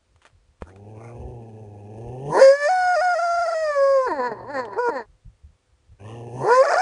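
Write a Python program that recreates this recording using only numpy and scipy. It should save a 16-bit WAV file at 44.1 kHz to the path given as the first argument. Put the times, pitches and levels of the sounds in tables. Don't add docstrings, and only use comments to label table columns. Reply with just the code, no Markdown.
import sys
import numpy as np
from scipy import signal
from scipy.fft import rfft, irfft, next_fast_len
from scipy.io import wavfile
from scipy.ndimage import map_coordinates

SR = 44100
rng = np.random.default_rng(int(sys.argv[2]) if len(sys.argv) > 2 else 0)


def store_pcm(level_fs):
    pcm = np.round(np.clip(level_fs, -1, 1) * 32767).astype(np.int16)
    wavfile.write(sys.argv[1], SR, np.atleast_2d(pcm).T)


N = 300321

# (frequency [Hz], relative level [dB])
TEETH = [(2500, -31), (3800, -8), (5000, -3.5), (6300, 7.5), (7500, -7.5), (8700, 2), (9600, 2.5),
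         (11000, -14)]
# (frequency [Hz], relative level [dB])
OPEN_THROAT = [(100, -22), (240, -11.5), (380, -0.5), (510, 1), (650, -5), (800, -7.5), (980, 6.5),
               (1150, -20), (1400, -32), (2500, -83)]


def amp(db):
    return 10 ** (np.asarray(db) / 20)


def unit(x):
    return x / np.sqrt(np.mean(x ** 2) + 1e-20)


def along(points, hz):
    f, v = np.transpose(points)
    return np.interp(np.log(hz + 1), np.log(f + 1), v)


def curves(rows):
    s, *cols = np.transpose(rows)
    return [np.interp(np.arange(N) / SR, s, c) for c in cols]


def during(rows, fade_s):
    t = np.arange(N) / SR
    return np.clip(np.minimum(t - rows[0][0], rows[-1][0] - t) / fade_s, 0, 1)


def phrases(tables, fade_s):
    gate = sum(during(rows, fade_s) for rows in tables)
    joined = [row for rows in tables for row in rows]
    return [gate] + curves(joined)


def bump(s, width_s):
    return np.exp(-((np.arange(N) / SR - s) / width_s) ** 2)


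def wobble(knots_per_s):
    knots = rng.standard_normal(int(N * knots_per_s / SR) + 4)
    return map_coordinates(knots, [np.arange(N) * knots_per_s / SR])


def filtered(x, gain):
    m = next_fast_len(N + 8192)
    return irfft(rfft(x, m) * gain(np.fft.rfftfreq(m, 1 / SR)), m)[:N]


def high_passed(x, cut_hz):
    return filtered(x, lambda hz: hz ** 4 / np.hypot(hz ** 4, cut_hz ** 4))


def noise(spectrum, gate=1, shift=1):
    steady = filtered(rng.standard_normal(N), lambda hz: amp(along(spectrum, hz)))
    position = np.cumsum(shift * np.ones(N)) % N
    return unit(gate * map_coordinates(steady, [position], mode="wrap"))


def turning(hz):
    return 2 * np.pi * np.cumsum(hz) / SR


def overtones(pitch, phase, spectrum, order, count, shimmer=0):
    wave, power = np.zeros(N), np.zeros(N)
    coarse = pitch[::32]
    for k in range(order, order + count):
        coarse_gain = amp(along(spectrum, k * coarse)) * (k * coarse < SR / 2)
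        gain = np.repeat(coarse_gain, 32)[:N]
        knots = rng.standard_normal(N // 160 + 2)
        tremble = np.interp(np.arange(N), np.linspace(0, N, len(knots)), knots)
        wave += gain * (1 + shimmer * tremble) * np.sin(k * phase + rng.uniform(0, 2 * np.pi))
        power += gain ** 2 / 2
    return wave / np.sqrt(power * (1 + shimmer ** 2 / 2) + 1e-20)


def blend(tone, rasp, share):
    share = np.clip(share, 0, 1)
    return np.sqrt(1 - share) * tone + np.sqrt(share) * rasp


def wind():
    # (frequency [Hz], relative level [dB])
    air = [(15, -32), (25, 0), (91, -3), (168, -16), (351, -13), (501, -15.5), (752, -17.5), (9300, -29.5),
           (10800, -44), (14100, -73), (22000, -120)]
    # (frequency [Hz], relative level [dB])
    buffet = [(20, -21.5), (45, 2.5), (75, 3), (120, -7.5), (200, -22.5), (500, -66.5)]
    # (time [s], gain [dB], half length [s])
    puff_rows = [(0.35, -56, 0.061), (1.262, -39.5, 0.095), (2.086, -39.5, .035), (5.27, -39.5, 0.019),
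                 (5.454, -46.5, 0.017), (5.932, -47, 0.013)]
    puffs = sum(amp(db) * bump(s, width_s) for s, db, width_s in puff_rows)
    restless = amp(-68 + 9 * wobble(14))
    return amp(-68) * noise(air) + (puffs + restless) * noise(buffet)


def whine():
    # (time [s], pitch [Hz])
    glide = [(5.1, 513), (5.9, 502)]
    level_db = -79 + 2 * wobble(6)
    return amp(level_db) * np.sin(turning(curves(glide)[0] + 2 * wobble(32)))


def stones():
    # (frequency [Hz], relative level [dB])
    grit = [(200, -16), (700, 11), (1500, 6.5), (3000, 1), (5000, -10.5), (9500, -10.5), (11000, -25)]
    # (time [s], initial gain [dB], t60 [s])
    scuffs = [(0.161, -51, 0.013), (0.217, -49, 0.11), (0.251, -42, 0.099), (0.609, -57.5, 0.34),
              (0.693, -55, 0.078), (0.76, -53.5, 0.068), (4.653, -43, 0.04), (5.918, -66, 0.073)]
    # (frequency [Hz], initial level [dB], t60 [s])
    knock_modes = [(81, -29, 0.11), (200, -29, 0.033), (489, -18.5, 0.01), (950, -22, 0.0071),
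                   (1550, -43.5, 0.018)]
    knock_at_s = .622
    t = np.arange(N) / SR
    bursts = sum((t >= s) * amp(db - 60 * np.abs(t - s) / t60_s) for s, db, t60_s in scuffs)
    age = np.maximum(t - knock_at_s, 0)
    knock = sum(amp(db - 60 * age / t60_s) * np.sin(2 * np.pi * hz * age)
                for hz, db, t60_s in knock_modes)
    crack = (age > 0) * amp(-37.5 - 60 * age / 0.009)
    return knock + (bursts + crack) * noise(grit, amp(5.8 * wobble(700)))


def growl():
    # (time [s], pitch [Hz], level [dB])
    low_voice = [
        [(.64, 89, -49), (.85, 103, -42.5), (1.27, 126, -40), (1.52, 109, -41.5), (1.76, 101, -42),
         (1.95, 108, -38.5), (2.23, 134, -34.5), (2.3, 149.6, -30), (2.36, 173.9, -48)],
        [(4.27, 150, -48), (4.38, 118, -48), (4.79, 112, -57)],
        [(5.98, 96, -48.5), (6.06, 107, -38), (6.18, 118, -37.5), (6.32, 118, -37), (6.42, 133, -31.5),
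         (6.46, 155, -31)],
    ]
    # (frequency [Hz], relative level [dB])
    closed_throat = [(120, -38.5), (200, 2), (280, -7.5), (400, 5), (520, -4), (650, -11), (780, -2.5),
                     (900, -13.5), (1050, -33), (1300, -63), (2500, -76.5)]
    # (frequency [Hz], relative level [dB])
    lip_spectrum = [(1200, -8), (1550, -30.5), (1730, 4.5), (1900, -13), (2350, -9), (2700, 3),
                    (2850, -2.5), (3100, -8), (4000, -30.5)]
    # (time [s], half length [s], extra hiss [dB],
    #   lip frequency ratio [1], throat frequency ratio [1])
    snarls = [(0.668, .06, 27.5, 0.57, 0.81), (1.059, 0.098, 15, 0.81, 1.6), (5.99, .04, 15, .9, 1.1),
              (6.1, .12, 11.5, 1.07, 1.35)]
    ordinary_hz, ordinary_db = 124, -41.5
    lips_db, teeth_db, hiss_db_per_db = -71, -77, 1.6
    teeth_share = .65
    gate, pitch, db = phrases(low_voice, fade_s=.035)
    octaves = np.log2(pitch / ordinary_hz)
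    throat_db = -1.5 + 7.5 * octaves
    hiss_db = hiss_db_per_db * (db - ordinary_db)
    lip_shift = 1 + 0.16 * octaves
    snarl_db, throat_shift = 0, 1
    for s, width_s, extra_db, lip_ratio, throat_ratio in snarls:
        curl = bump(s, width_s)
        snarl_db = snarl_db + extra_db * curl
        lip_shift = lip_shift + (lip_ratio - 1) * curl
        throat_shift = throat_shift + (throat_ratio - 1) * curl
    pitch = pitch * (1 + .012 * wobble(25) + .018 * wobble(130))
    phase = turning(pitch)
    opening = amp(5 * np.cos(phase) + 2 * wobble(70))
    chest = np.sqrt(2) * np.sin(phase) * amp(2.0 * wobble(55) - 2)
    tone = overtones(pitch, phase, closed_throat, order=2, count=8, shimmer=0.3)
    throat = blend(tone, noise(closed_throat, opening, throat_shift), share=.35)
    lips = amp(lips_db + hiss_db + snarl_db) * noise(lip_spectrum, opening, lip_shift)
    teeth = amp(teeth_db + hiss_db + teeth_share * snarl_db) * noise(TEETH, opening)
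    return gate * (amp(db + 0.5) * chest + amp(db + throat_db) * throat + lips + teeth)


def hoarse(pitch, bright_db, rough):
    # (frequency [Hz], relative level [dB])
    open_mouth = [(800, -56.5), (1200, -6), (1450, 2.5), (1850, 8.5), (2200, -13), (2600, -19),
                  (3100, -33.5), (3800, -28), (4300, -8), (5100, -21), (5800, -36.5), (6900, -23.5),
                  (8200, -31), (11000, -32)]
    pitch = pitch * (1 + (.0015 + .024 * rough) * wobble(220))
    phase = turning(pitch)
    alternation_db = 3.4 * rough * np.cos(phase / 2)
    opening = amp(3 * np.cos(phase) + alternation_db + 6 * wobble(120))
    tone = overtones(pitch, phase, OPEN_THROAT, order=1, count=7, shimmer=rough)
    buzz = overtones(pitch, phase, open_mouth, order=3, count=30, shimmer=.2 + .6 * rough)
    throat = blend(tone, noise(OPEN_THROAT, opening), .45 * rough ** 2)
    mouth = blend(buzz, noise(open_mouth, opening), .6 * rough ** 2)
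    return throat + amp(bright_db - 13.5) * mouth


def rattle():
    # (centre [s], half length of the swell [s], voice gain [dB],
    #   nominal pitch at the centre [Hz], teeth hiss gain [dB])
    rattles = [(2.374, 0.046, -15.5, 198, -41.5), (6.468, .08, -26.5, 183.4, -52)]
    octaves_per_s, bright_db_per_octave, hiss_lag_s = 7, 26.5, 0.025
    t = np.arange(N) / SR
    pitch = np.full(N, rattles[0][3], float)
    octaves, swell, hiss = 0, 0, 0
    for s, width_s, db, hz, hiss_db in rattles:
        near = np.abs(t - s) < .5
        climb = np.clip(octaves_per_s * (t - s), -.5, .5)
        pitch = np.where(near, hz * 2 ** climb, pitch)
        octaves = np.where(near, climb, octaves)
        swell = swell + amp(db) * bump(s, width_s)
        hiss = hiss + amp(hiss_db) * bump(s + hiss_lag_s, 1.6 * width_s)
    voice = swell * hoarse(pitch, bright_db_per_octave * octaves, rough=.55)
    return high_passed(voice, cut_hz=260) + hiss * noise(TEETH)


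def registers(pitch):
    # (start [s], end [s], first pitch [Hz], last pitch [Hz],
    #   roughness [0-1], nominal warble [share of pitch])
    falsettos = [(2.688, 2.959, 747.6, 715, .03, 0), (3.012, 3.149, 739, 700.6, .04, .004),
                 (3.187, 3.455, 685.2, 690, 0, 0.021), (3.478, 3.499, 693, 686.5, .04, 0.01),
                 (3.52, 3.54, 688, 689, .04, 0.007), (6.642, 6.659, 709.3, 689.5, 0.4, 0),
                 (6.699, 6.739, 729, 713, 0.6, 0.005), (6.766, 6.84, 725, 735, 0.2, 0.015)]
    crack_s, crack_rough = .006, .08
    strained_hz, clear_hz, strained_rough = 447.6, 487, .25
    linger_share, linger_s = 0.32, 0.039
    warble_hz = 21.8
    t = np.arange(N) / SR
    rough = np.interp(pitch, [strained_hz, clear_hz], [strained_rough, 0])
    stray = .35 * wobble(14)
    for start, end, first_hz, last_hz, strain, warble in falsettos:
        up = (np.tanh((t - start) / crack_s) - np.tanh((t - end) / crack_s)) / 2
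        swing = np.sin(2 * np.pi * (warble_hz * (t - start) + stray))
        glide = np.interp(t, [start, end], [first_hz, last_hz])
        high = glide * (1 + warble * (1 + 2 * stray) * swing)
        pitch = pitch + up * (high - pitch)
        cracks = crack_rough * (bump(start, 2 * crack_s) + bump(end, 2 * crack_s))
        around = linger_share * strain * bump((start + end) / 2, linger_s)
        rough = rough + up * strain + (1 - up) * (cracks + around)
    return pitch, np.clip(rough, 0, 1)


def carried_db(hz):
    # (frequency [Hz], gain [dB])
    howl_throat = [(350, 8.5), (470, 2), (740, -1), (1000, 0.5), (1200, -12.5), (1430, -7), (1800, -13.5),
                   (2200, -20.5)]
    # (frequency [Hz], half width [Hz], gain [dB])
    niche = [(508, 12, -10), (537.4, 18, 5.5), (575.8, 9.3, -14.5), (613, 24, -1), (654.3, 23, -6.5),
             (1270, 31, -12), (1578, 72, -10), (2056, 108, -10.5)]
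    rock_db = sum(db * np.exp(-((hz - centre) / width) ** 2) for centre, width, db in niche)
    return along(howl_throat, hz) + rock_db


def howl():
    # (time [s], pitch [Hz], nominal level [dB])
    cries = [
        [(2.385, 455.3, -21), (2.418, 537.9, -14), (2.485, 538.4, -16), (2.585, 578.4, -22.5), (2.65, 584, -16),
         (2.685, 606, -19), (2.99, 610.2, -19), (3.17, 631.6, -20), (3.615, 639, -21), (3.72, 583, -21),
         (3.79, 553.4, -20.5), (3.94, 545.9, -22.5), (4.06, 505.7, -23), (4.095, 434.7, -31.5)],
        [(4.755, 345.8, -44.5), (4.79, 475.8, -24), (4.815, 498, -26.5), (4.885, 469, -23.5), (4.91, 455, -29)],
        [(6.43, 325.4, -37), (6.505, 469.2, -18), (6.55, 508.2, -14), (6.61, 531.2, -17), (6.64, 572.2, -19),
         (6.675, 563, -18.5), (6.71, 567, -17.5), (6.85, 582, -15.5)],
    ]
    # (frequency [Hz], relative level [dB])
    howl_mouth = [(1400, -0.5), (2300, 4), (2600, -6), (2950, -13), (3500, -15.5), (4150, -11.5), (4950, 5),
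                  (5600, -6), (6500, -4.5), (7400, -13.5), (8600, -13.5), (11000, -27)]
    # (frequency [Hz], relative level [dB])
    turbulence = [(350, -39.5), (650, -5), (1000, 17), (1300, -1), (1750, 16), (2400, -2.5), (3200, -26),
                  (4200, -12), (5000, -9.5), (5700, -14.5), (6700, 1), (8500, -2.5), (11000, -38.5)]
    # (time [s], facing the microphone [0-1])
    head_turn = [(2.6, 0.91), (2.8, 0)]
    facing_db = (1, -11.5, 3)
    ordinary_db, ordinary_upper_db, upper_db_per_db = -20, -41.5, 1.51
    singing, pitch, db = phrases(cries, fade_s=0.01)
    pitch, rough = registers(pitch)
    facing, = curves(head_turn)
    low_db = [db + carried_db(k * pitch) + facing * turn_db + .8 * wobble(30)
              for k, turn_db in enumerate(facing_db, 1)]
    upper_db = ordinary_upper_db + upper_db_per_db * (db - ordinary_db) + 3.5 * facing
    quaver = 0.041 * np.minimum(rough, .1) * wobble(60)
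    jitter = .0024 * wobble(600)
    flutter = turning(165 + 40 * wobble(110))
    phase = turning(pitch * (1 + quaver + jitter))
    phase = phase + rough * (.6 * wobble(450) + .5 * np.sin(flutter))
    low = sum(np.sqrt(2) * amp(level_db) * np.sin(k * phase) for k, level_db in enumerate(low_db, 1))
    shimmer = .45 + 4 * np.minimum(rough, .15)
    upper = amp(upper_db - 2.5) * overtones(pitch, phase, howl_mouth, order=4, count=20, shimmer=shimmer)
    jet = amp(upper_db - 7.5 + 14.5 * rough) * noise(turbulence, amp(2 * np.cos(phase)))
    swell = 1 + rough * (.9 * np.cos(flutter) + .75 * wobble(600))
    rasp = amp(db - 6) * rough * noise(OPEN_THROAT, amp(4 * np.cos(flutter)), shift=pitch / 450)
    voice = singing * ((low + upper) * swell / np.sqrt(1 + rough ** 2) + jet + rasp)
    return high_passed(voice, cut_hz=310)


def groan():
    # (time [s], pitch [Hz], level [dB], brightness [dB])
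    groans = [
        [(4.068, 448, -32.5, 10), (4.125, 316, -20.5, -2.5), (4.155, 295, -33, 4), (4.187, 264, -23, 0.5),
         (4.215, 247, -22.5, -2.5), (4.26, 246, -26.5, 5.5), (4.32, 218, -31, -3), (4.37, 187.4, -41, -2),
         (4.44, 181, -36.5, -2)],
        [(4.441, 200, -40.5, -8), (4.52, 301.5, -31.5, 4.5), (4.587, 260.4, -25, 9), (4.63, 240, -30, 1),
         (4.69, 200.7, -36.5, -6), (4.775, 183.8, -35.5, 8.5)],
        [(4.885, 345, -26.5, -5), (4.93, 293.3, -29.5, 0.5), (4.97, 256, -27, 6.5), (5, 232, -27.5, 3),
         (5.025, 213, -44.5, 9), (5.06, 200, -61, -5)],
    ]
    rough_ends = (.8, .2)
    chaos_hz, clear_hz = 187.3, 249.4
    gate, pitch, db, bright_db = phrases(groans, fade_s=.004)
    rough = np.interp(pitch, [chaos_hz, clear_hz], rough_ends)
    level = amp(db + 2 * wobble(55))
    return gate * level * hoarse(pitch * (1 + .008 * wobble(45)), bright_db, rough)


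def crevice(x, t60_s):
    t = np.arange(SR // 3) / SR
    tail = rng.standard_normal(len(t)) * amp(-60 * t / t60_s) * (t > .001)
    echo = signal.fftconvolve(x, tail / np.linalg.norm(tail))[:N]
    return filtered(echo, lambda hz: amp(along([(600, -19), (1600, -15), (4000, -6)], hz)))


def scene():
    near = stones() + growl() + rattle() + howl() + groan()
    return (wind() + whine() + near + crevice(near, t60_s=.05))[None]


def record(dry):
    top_hz = 10950
    return filtered(dry[0], lambda hz: hz < top_hz)[None]


dry = scene()
out = record(dry)
store_pcm(out)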